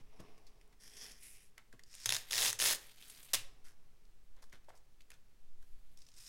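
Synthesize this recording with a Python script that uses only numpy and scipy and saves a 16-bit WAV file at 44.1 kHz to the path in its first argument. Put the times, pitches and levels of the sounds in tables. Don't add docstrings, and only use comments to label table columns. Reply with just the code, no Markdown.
import sys
import numpy as np
from scipy import signal
from scipy.fft import rfft, irfft
from scipy.io import wavfile
from scipy.ndimage import uniform_filter1d

SR = 44100
rng = np.random.default_rng(int(sys.argv[2]) if len(sys.argv) > 2 else 0)


def unload_audio(sound):
    columns = np.transpose(np.atleast_2d(sound))
    steps = np.round(np.clip(columns, -1, 1) * 32767)
    wavfile.write(sys.argv[1], SR, steps.astype(np.int16))


def nominal_scale(level):
    x = np.asarray(level, float) / 20
    return 10 ** x


N = 276948
T = np.arange(N) / SR


def unit(x):
    return x / np.sqrt(np.mean(x ** 2))


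def ring(x, hz, width):
    return signal.lfilter(*signal.iirpeak(min(hz, 0.45 * SR), hz / width, SR), x)


def fading(x, t60):
    return signal.lfilter([1], [1, -np.exp(-np.log(1000) / (t60 * SR))], x)


def colour(x, points, size=4096):
    hz, db = np.transpose(points)
    bins_hz = np.arange(size // 2 + 1) * SR / size
    log_gain = np.interp(np.log(bins_hz + 1), np.log(hz), db) * np.log(10) / 20
    fold = irfft(log_gain)
    fold[1:size // 2] *= 2
    fold[size // 2 + 1:] = 0
    response = irfft(np.exp(rfft(fold)))
    return signal.fftconvolve(x, response)[:len(x)]


def trim_treble(x, high_db):
    high_pass = signal.butter(2, 8000, "high", fs=SR, output="sos")
    return x + (nominal_scale(high_db) - 1) * signal.sosfiltfilt(high_pass, x)


def tinted(tables, tint):
    return [[(*row, *tint) for row in table] for table in tables]


def played(tables, silent_db=-120):
    out = np.zeros((len(tables[0][0]) - 1, N))
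    out[0] = silent_db
    for table in tables:
        s, *columns = np.transpose(table)
        inside = (T >= s[0]) & (T <= s[-1])
        out[:, inside] = [np.interp(T[inside], s, c) for c in columns]
    return out


def rustle(tables, rings, per_s, spread_db, smooth):
    db, *rel_db = played(tables)
    grains = (rng.random(N) < per_s / SR) * nominal_scale(spread_db * rng.exponential(size=N))
    pressure = unit(fading(grains, 0.0045)) + smooth
    out = np.zeros(N)
    for modes, rel in zip(rings, [0] + rel_db):
        body = np.zeros(N)
        for hz, width, ring_db in modes:
            knots = T[::2048]
            wander_db = 2 * np.interp(T, knots, rng.standard_normal(len(knots)))
            force = pressure * rng.standard_normal(N)
            body += nominal_scale(ring_db + wander_db) * ring(ring(force, hz, 2.1 * width), hz, width)
        out += uniform_filter1d(nominal_scale(db + rel), size=60) * unit(body)
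    return out


# frequency in Hz, density in dB per Hz.
TAPE = [(88, -54), (150, -17.5), (534, -5.5), (1140, -7), (1660, -7), (2700, -1), (3620, -0.5),
        (6390, -0.5), (10600, -5), (14500, -9.5), (16500, -10.5)]
# frequency in Hz, width in Hz, level in dB.
TAPE_RINGS = [(1800, 302, -3), (3635, 440, -9.5), (5150, 420, -9), (6500, 430, -12), (10400, 1100, -9)]


def cracks(rows, click, broad, sharp, rise_s, tape):
    t = np.arange(8192) / SR
    out = np.zeros(N + len(t))
    top = int(rise_s * SR) + 1
    for s, db, hz, t60, high_db in rows:
        decay = np.exp(-np.log(1000) * t / max(t60, 0.002))
        swell = np.minimum(t * SR / top, 1) ** 2
        force = rng.standard_normal(len(t)) * decay * swell
        force[top] += click
        rings = np.zeros(len(t))
        for ring_hz, width, ring_db in TAPE_RINGS:
            rings += nominal_scale(ring_db + 2.4 * rng.standard_normal()) * ring(force, ring_hz, width)
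        crack = trim_treble(colour(broad * force + tape * rings, TAPE, size=512), high_db)
        crack += ring(force, hz, hz / sharp)
        out[int(s * SR):][:len(t)] += nominal_scale(db) * crack / np.abs(crack).max()
    return out[:N]


def runs(rows, t60, scatter_db, jitter=0.5, count=30):
    out = []
    for start, end, per_s, db in rows:
        gap, size, pick = rng.standard_normal((count, 3)).T
        at = start + np.cumsum(np.exp(jitter * gap)) / per_s
        hz = np.array(TAPE_RINGS)[(np.abs(pick) * count).astype(int) % 4 + 1, 0]
        out += [(s, db + scatter_db * d, f, t60) for s, d, f in zip(at, size, hz) if s < end]
    return out


# frequency in Hz, density in dB per Hz.
HISS = [(15, -35.5), (25, 0), (40, -11.5), (87, -24.5), (206, -27.5), (293, -31.5), (363, -33),
        (734, -37.5), (6050, -44.5), (14800, -50.5), (16000, -46)]
# frequency in Hz, width in Hz, rms level in dB.
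HOUSE = [(113.5, 8.5, -82.5), (410, 58, -90.5)]
# time in seconds, level in dB.
SWAY = [(0.0, -49.5), (0.54, -53.5), (0.63, -60), (2.43, -54.5), (3.25, -61.5), (3.38, -45), (3.83, -49.5),
        (4.06, -55), (4.42, -44), (4.58, -53), (5.37, -55), (5.47, -41.5), (5.79, -42), (6.28, -60)]


def air():
    hiss = nominal_scale(-67.5) * unit(colour(rng.standard_normal(N), HISS))
    murmur = sum(nominal_scale(db) * unit(ring(rng.standard_normal(N), hz, width)) for hz, width, db in HOUSE)
    slow_band = signal.butter(2, (2.5, 6), "band", fs=SR, output="sos")
    sway = signal.sosfilt(slow_band, rng.standard_normal(N))
    sway /= np.sqrt(uniform_filter1d(sway ** 2, size=SR // 5) + 1e-12)
    return hiss + murmur + nominal_scale(np.interp(T, *np.transpose(SWAY))) * sway


# frequency in Hz, width in Hz, level in dB.
BOARD = [(233, 160, -1), (420, 36, 4.5), (730, 340, -4), (1112, 120, -8.5)]
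# frequency in Hz, width in Hz, level in dB.
SLIDE_RINGS = [
    [(2330, 1020, 0.5), (3630, 1500, -10)],
    [(5070, 450, -1.2), (5630, 456, -0.79)],
    [(6700, 3500, -4.5), (9900, 2500, 1), (12200, 5200, -13)],
    BOARD,
]
# time in seconds, level in dB.
BRUSH = [
    [(0.0, -69), (0.022, -87.5), (0.19, -73.5), (0.37, -78.5), (0.75, -88)],
    [(3.45, -89), (3.6, -86), (4.1, -95.5)],
]
# middle, upper and board rings in dB re the lower rings.
BRUSH_COLOUR = (-5, -11, 7.9)


def brushing():
    return rustle(tinted(BRUSH, BRUSH_COLOUR), SLIDE_RINGS, per_s=1200, spread_db=2.2, smooth=1.2)


# time in seconds, peak in dB, ring in Hz, t60 in seconds.
THUDS = [
    (0.004, -53, 62.6, 0.058),
    (0.192, -42, 119, 0.084),
    (1.73, -51, 117, 0.075),
    (2.604, -72.5, 200, 0.12),
    (3.34, -70, 115, 0.12),
    (4.523, -56.5, 109.8, 0.17),
]


def thuds():
    rows = [(*row, 0) for row in THUDS]
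    return cracks(rows, click=0, broad=0, sharp=0.73, rise_s=0.0078, tape=0)


# time in seconds, peak in dB,
# ring in Hz, t60 in seconds.
TICKS = [(0.2023, -47, 1010, 0.024), (0.379, -56.5, 2060, 0.063), (0.4668, -51.5, 4550, .09),
         (0.612, -56, 2370, 0.021), (0.9686, -43.5, 5860, 0.019), (1.0637, -40, 5100, .021),
         (1.1184, -42, 6400, 0.0098), (1.2319, -45.5, 10400, .023), (1.5792, -40.5, 2000, 0.012),
         (1.727, -48, 1700, 0.015), (1.793, -48, 1900, 0.029), (1.8358, -44, 4970, 0.0091),
         (1.94, -43, 2280, 0.01), (1.951, -38, 7950, 0.009), (3.0246, -42.5, 3340, 0.015),
         (3.0792, -49, 10500, 0.12), (3.2283, -46.5, 8970, 0.055), (4.0521, -61, 4940, 0.029),
         (4.3644, -63, 1073, 0.033), (4.4252, -53, 1036, 0.032), (4.5268, -46.5, 1880, 0.034),
         (4.6907, -54, 1500, 0.065), (4.7744, -57.5, 7000, 0.028), (5.0061, -52.5, 2860, 0.028),
         (5.1029, -45.5, 9150, 0.021), (5.1164, -46.5, 2330, 0.02), (5.626, -58.5, 1610, 0.039),
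         (5.9737, -47.5, 5630, 0.012), (6.0182, -49, 5260, 0.033), (6.0658, -50.5, 5200, 0.043),
         (5.1035, -49, 2145, .03), (4.4965, -61, 5000, .02), (5.018, -57, 5000, .02),
         (.6767, -65, 9000, .015), (.726, -61.5, 2000, 0.048), (2.867, -50, 10400, 0.036),
         (2.9814, -52, 3400, .024), (3.0976, -42.5, 8600, 0.061), (3.1746, -51, 5700, .04),
         (3.2473, -50, 8800, .05), (4.4394, -51.5, 1077, 0.016), (4.6436, -65.5, 4005, 0.022),
         (5.1394, -57, 3990, .02), (5.989, -53.5, 6090, 0.013), (6.0045, -56, 5400, 0.027),
         (6.0864, -52, 5170, 0.027), (6.117, -53, 5170, 0.026), (6.1388, -54, 5470, 0.047)]
# start and end in seconds, cracks per second, mean peak in dB.
CRACKLES = [
    (2.95, 3.04, 98, -54.5),
    (3.08, 3.3, 60, -54),
]


def ticks():
    treble_db = -4
    rows = [(*row, treble_db) for row in TICKS + runs(CRACKLES, 0.02, 2.5)]
    return cracks(rows, click=1.2, broad=0.33, sharp=4.0, rise_s=0.0006, tape=0)


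# frequency in Hz, width in Hz, level in dB.
NAIL_RINGS = [
    [(1890, 630, -0.5), (2570, 1300, -9.5), (3300, 332, 1)],
    [(5420, 1100, 7.5), (7080, 810, -6.5)],
    [(8300, 690, 3.5), (10400, 2200, 4), (13770, 7500, -11)],
    BOARD,
]
# time in seconds, level in dB.
NAIL = [
    [(0.79, -95), (0.804, -71.5), (0.86, -65.5), (.9, -68), (1.05, -60), (1.19, -73)],
]
# middle, upper and board rings in dB re the lower rings.
NAIL_COLOUR = (3.3, 0, -7)


def nail_scratch():
    return rustle(tinted(NAIL, NAIL_COLOUR), NAIL_RINGS, per_s=1200, spread_db=2.5, smooth=0.8)


# time in seconds, level in dB.
SLIDE = [
    [(1.19, -76.5), (1.238, -63.5), (1.43, -73), (1.5, -86)],
]
# middle, upper and board rings in dB re the lower rings.
SLIDE_COLOUR = (-4, 4.5, -13.5)


def sliding():
    return rustle(tinted(SLIDE, SLIDE_COLOUR), SLIDE_RINGS, per_s=1200, spread_db=2.2, smooth=1.2)


# frequency in Hz, width in Hz, level in dB.
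CRUMPLE_RINGS = [
    [(1500, 550, 0.5), (2120, 600, -2.5), (3400, 1043, -6.5)],
    [(5440, 1800, 0)],
    [(9350, 4600, 0)],
    [(500.4, 258, 2), (810, 500, 3.5)],
]
# start in seconds, hold in seconds, level in dB, treble in dB,
# low rings in dB.
CRUMPLE = [
    (1.576, 0.0034, -59.5, -29, -9),
    (1.724, 0.003, -70, -4, -12),
    (3.644, 0.056, -68.5, 0, -21.5),
    (4.365, 0.035, -79, -12.5, 4.5),
    (4.42, 0.013, -74.5, 4, 0),
    (4.522, 0.032, -66, -9, -10),
    (4.684, 0.016, -71.5, -8.5, 9),
    (4.71, 0.043, -80, -10, 9),
    (4.752, 0.015, -80, 7, 4),
    (5.109, 0.034, -71.5, -5, -4.5),
]


def crumpling():
    drop_db, fade_db_per_s, top_db = 25, 504, -2
    tables = []
    for s, hold, db, treble_db, low_db in CRUMPLE:
        tint = (treble_db, treble_db + top_db, low_db)
        held_until = s + hold
        gone = held_until + drop_db / fade_db_per_s
        tables.append([(s, db, *tint), (held_until, db, *tint), (gone, db - drop_db, *tint)])
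    return rustle(tables, CRUMPLE_RINGS, per_s=900, spread_db=2.4, smooth=0.8)


# frequency in Hz, width in Hz, level in dB.
PICK_RINGS = [
    [(2240, 2300, -2), (3740, 613, 0)],
    [(5260, 996, 3), (6800, 1500, -3)],
    [(8600, 1500, 6), (10900, 2500, 1.5), (14500, 2900, -6.5)],
    BOARD,
]
# time in seconds, level in dB.
PICK = [
    [(1.86, -84), (1.912, -73), (1.936, -70), (2.062, -60.5)],
    [(5.97, -79.5), (6.1, -85.5), (6.15, -81), (6.18, -66.5), (6.233, -67.5), (6.28, -62.5)],
]
# middle, upper and board rings in dB re the lower rings.
PICK_COLOUR = (6.7, 1.5, -21)


def picking():
    return rustle(tinted(PICK, PICK_COLOUR), PICK_RINGS, per_s=1000, spread_db=2.2, smooth=0.8)


# time of the peak in seconds, peak in dB, ring in Hz.
SLIPS = [(2.059, -14, 6430), (2.0626, -22, 3700), (2.0923, -13, 3400), (2.0952, -34, 7100),
         (2.5293, -21.5, 6500), (2.1038, -19.5, 3850), (2.107, -23, 3620), (2.1235, -13.5, 3670),
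         (2.1312, -21.5, 5290), (2.1381, -22.5, 5150), (2.1473, -19, 5200), (2.1525, -24.5, 3510),
         (2.7485, -21.5, 8300), (2.1661, -20, 3816), (2.2095, -40, 3400), (2.3105, -23, 3490),
         (2.3228, -22.5, 5780), (2.3313, -17, 3400), (2.3384, -19.5, 5500), (2.348, -20.5, 5800),
         (2.3563, -19.5, 5500), (2.3663, -23, 5900), (2.3799, -19, 4220), (2.3844, -21, 4166),
         (2.389, -21, 3710), (2.3948, -23, 6670), (2.592, -20.5, 6500), (2.6005, -18, 3400),
         (3.3379, -12.5, 8360), (3.3451, -15, 5970)]


def single_slips():
    lead_s, level_db = 0.0011, -3
    rows = [(s - lead_s, db + level_db, hz, 0.011, -3) for s, db, hz in SLIPS]
    return cracks(rows, click=1.3, broad=0.5, sharp=5.0, rise_s=0.001, tape=2.2)


# time in seconds, level of the dense slips in dB.
PULLS = [
    [(2.059, -36), (2.075, -46.5), (2.09, -47), (2.13, -40), (2.165, -38.5), (2.19, -54)],
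    [(2.307, -45), (2.37, -36), (2.44, -31.5), (2.488, -33), (2.51, -46.5), (2.56, -56.5)],
    [(2.589, -42), (2.655, -33.5), (2.668, -30.5), (2.733, -34), (2.739, -44), (2.76, -46)],
    [(3.334, -30.5), (3.338, -33), (3.352, -31.5), (3.365, -53), (3.42, -69.5)],
]
# board thrum in dB, treble trim in dB, share of unbroken tearing 0-1.
PULL_FEEL = [
    (-57.5, -7, 0.43),
    (-65.5, -3, 0.5),
    (-71.5, -0.5, .22),
    (-66.5, 0.5, .9),
]


def rip():
    per_s, jitter, scatter_db, ring_scatter_db = 430, 0.3, 2.2, 3.0
    tables = [tinted([pull], feel)[0] for pull, feel in zip(PULLS, PULL_FEEL)]
    db, thrum_db, high_db, tearing = played(tables)
    chance = rng.standard_normal((3000, 2 + len(TAPE_RINGS)))
    gaps = np.exp(jitter * chance[:, 0]) * SR / per_s
    at = np.minimum(np.cumsum(gaps), N - 1).astype(int)
    size_db = scatter_db * chance[:, 1]
    noise = rng.standard_normal(N)

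    def force(slip_db):
        slips = np.zeros(N)
        slips[at] = nominal_scale(slip_db)
        return 4.5 * slips + noise * (fading(slips, 0.006) + np.clip(tearing, 0, 1))

    out = force(size_db)
    for (hz, width, ring_db), own in zip(TAPE_RINGS, chance[:, 2:].T):
        out += nominal_scale(ring_db) * ring(force(size_db + ring_scatter_db * own), hz, width)
    out = colour(out, TAPE)
    out /= np.sqrt(uniform_filter1d(out ** 2, size=1500) + 1e-9)
    tape = nominal_scale(db - 1.5) * trim_treble(out, high_db + 3.0)
    thrum = unit(ring(ring(rng.standard_normal(N), 112, 6.1), 73, 30))
    shaking = uniform_filter1d((db > -99) * nominal_scale(thrum_db), size=900)
    return tape + shaking * thrum


# frequency in Hz, width in Hz, level in dB.
SLACK_RINGS = [
    [(1630, 1100, 1), (2360, 570, 4.5), (3400, 1400, 5.1)],
    [(4530, 540, 0), (6100, 6100, -3.5)],
    [(8600, 920, 1), (12100, 4900, 2.5), (13640, 2000, -13)],
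    BOARD,
]
# time in seconds, level in dB.
SLACK = [
    [(2.18, -59), (2.264, -70), (2.302, -57)],
    [(2.8, -68.5), (2.92, -66.5), (2.93, -73), (3.036, -65.5), (3.326, -67)],
    [(5.6, -84.5), (5.65, -83.5), (5.8, -87), (5.95, -83.5)],
]
# middle, upper and board rings in dB re the lower rings.
SLACK_COLOUR = (-1.5, 0.85, -12.5)


def slack_tape():
    return rustle(tinted(SLACK, SLACK_COLOUR), SLACK_RINGS, per_s=900, spread_db=2.6, smooth=0.7)


# start and end in seconds, slips per second, mean peak in dB.
STUTTERS = [
    (2.4, 2.49, 200, -22),
    (2.488, 2.51, 191, -17),
    (2.604, 2.662, 270, -19),
    (2.665, 2.735, 200, -22),
]


def stutters():
    rows = [(*row, -3) for row in runs(STUTTERS, 0.006, 2.5, jitter=0.35)]
    return cracks(rows, click=2.5, broad=0.6, sharp=6.0, rise_s=0.0008, tape=1.5)


# time in seconds, peak in dB, ring in Hz, t60 in seconds, treble trim in dB.
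SNAP_RING = [
    (3.337, -29.5, 2800, 0.24, 0),
]


def snap():
    return cracks(SNAP_RING, click=0, broad=0, sharp=1.65, rise_s=0.002, tape=0)


# frequency in Hz, t60 in seconds.
ROOM = [(200, 0.65), (1000, 0.43), (3000, 0.23), (8000, 0.22), (16000, 0.22)]


def room(x):
    level_db, gap_s = -12, 0.0011
    t = np.arange(SR // 2) / SR
    hz, t60 = np.transpose(ROOM)
    noise = rng.standard_normal(len(t))
    tail = np.zeros(len(t))
    for f in 125 * 2.0 ** np.arange(8):
        band_t60 = np.interp(np.log(f), np.log(hz), t60)
        tail += ring(noise, f, f) * np.exp(-np.log(1000) * t / band_t60)
    tail *= t > gap_s
    return nominal_scale(level_db) * signal.fftconvolve(x, tail / np.sqrt(np.sum(tail ** 2)))[:N]


def scene():
    table = brushing() + thuds() + ticks() + nail_scratch() + sliding() + crumpling() + picking()
    table += single_slips() + rip() + slack_tape() + stutters() + snap()
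    return (table + room(table) + air())[None]


def band_limit(x):
    return signal.sosfilt(signal.butter(12, 16820, fs=SR, output="sos"), x)


def record(dry):
    low_pass = signal.ellip(8, 0.2, 30, 15900, fs=SR, output="sos")
    return band_limit(signal.sosfilt(low_pass, dry))


dry = scene()
out = record(dry)
unload_audio(out)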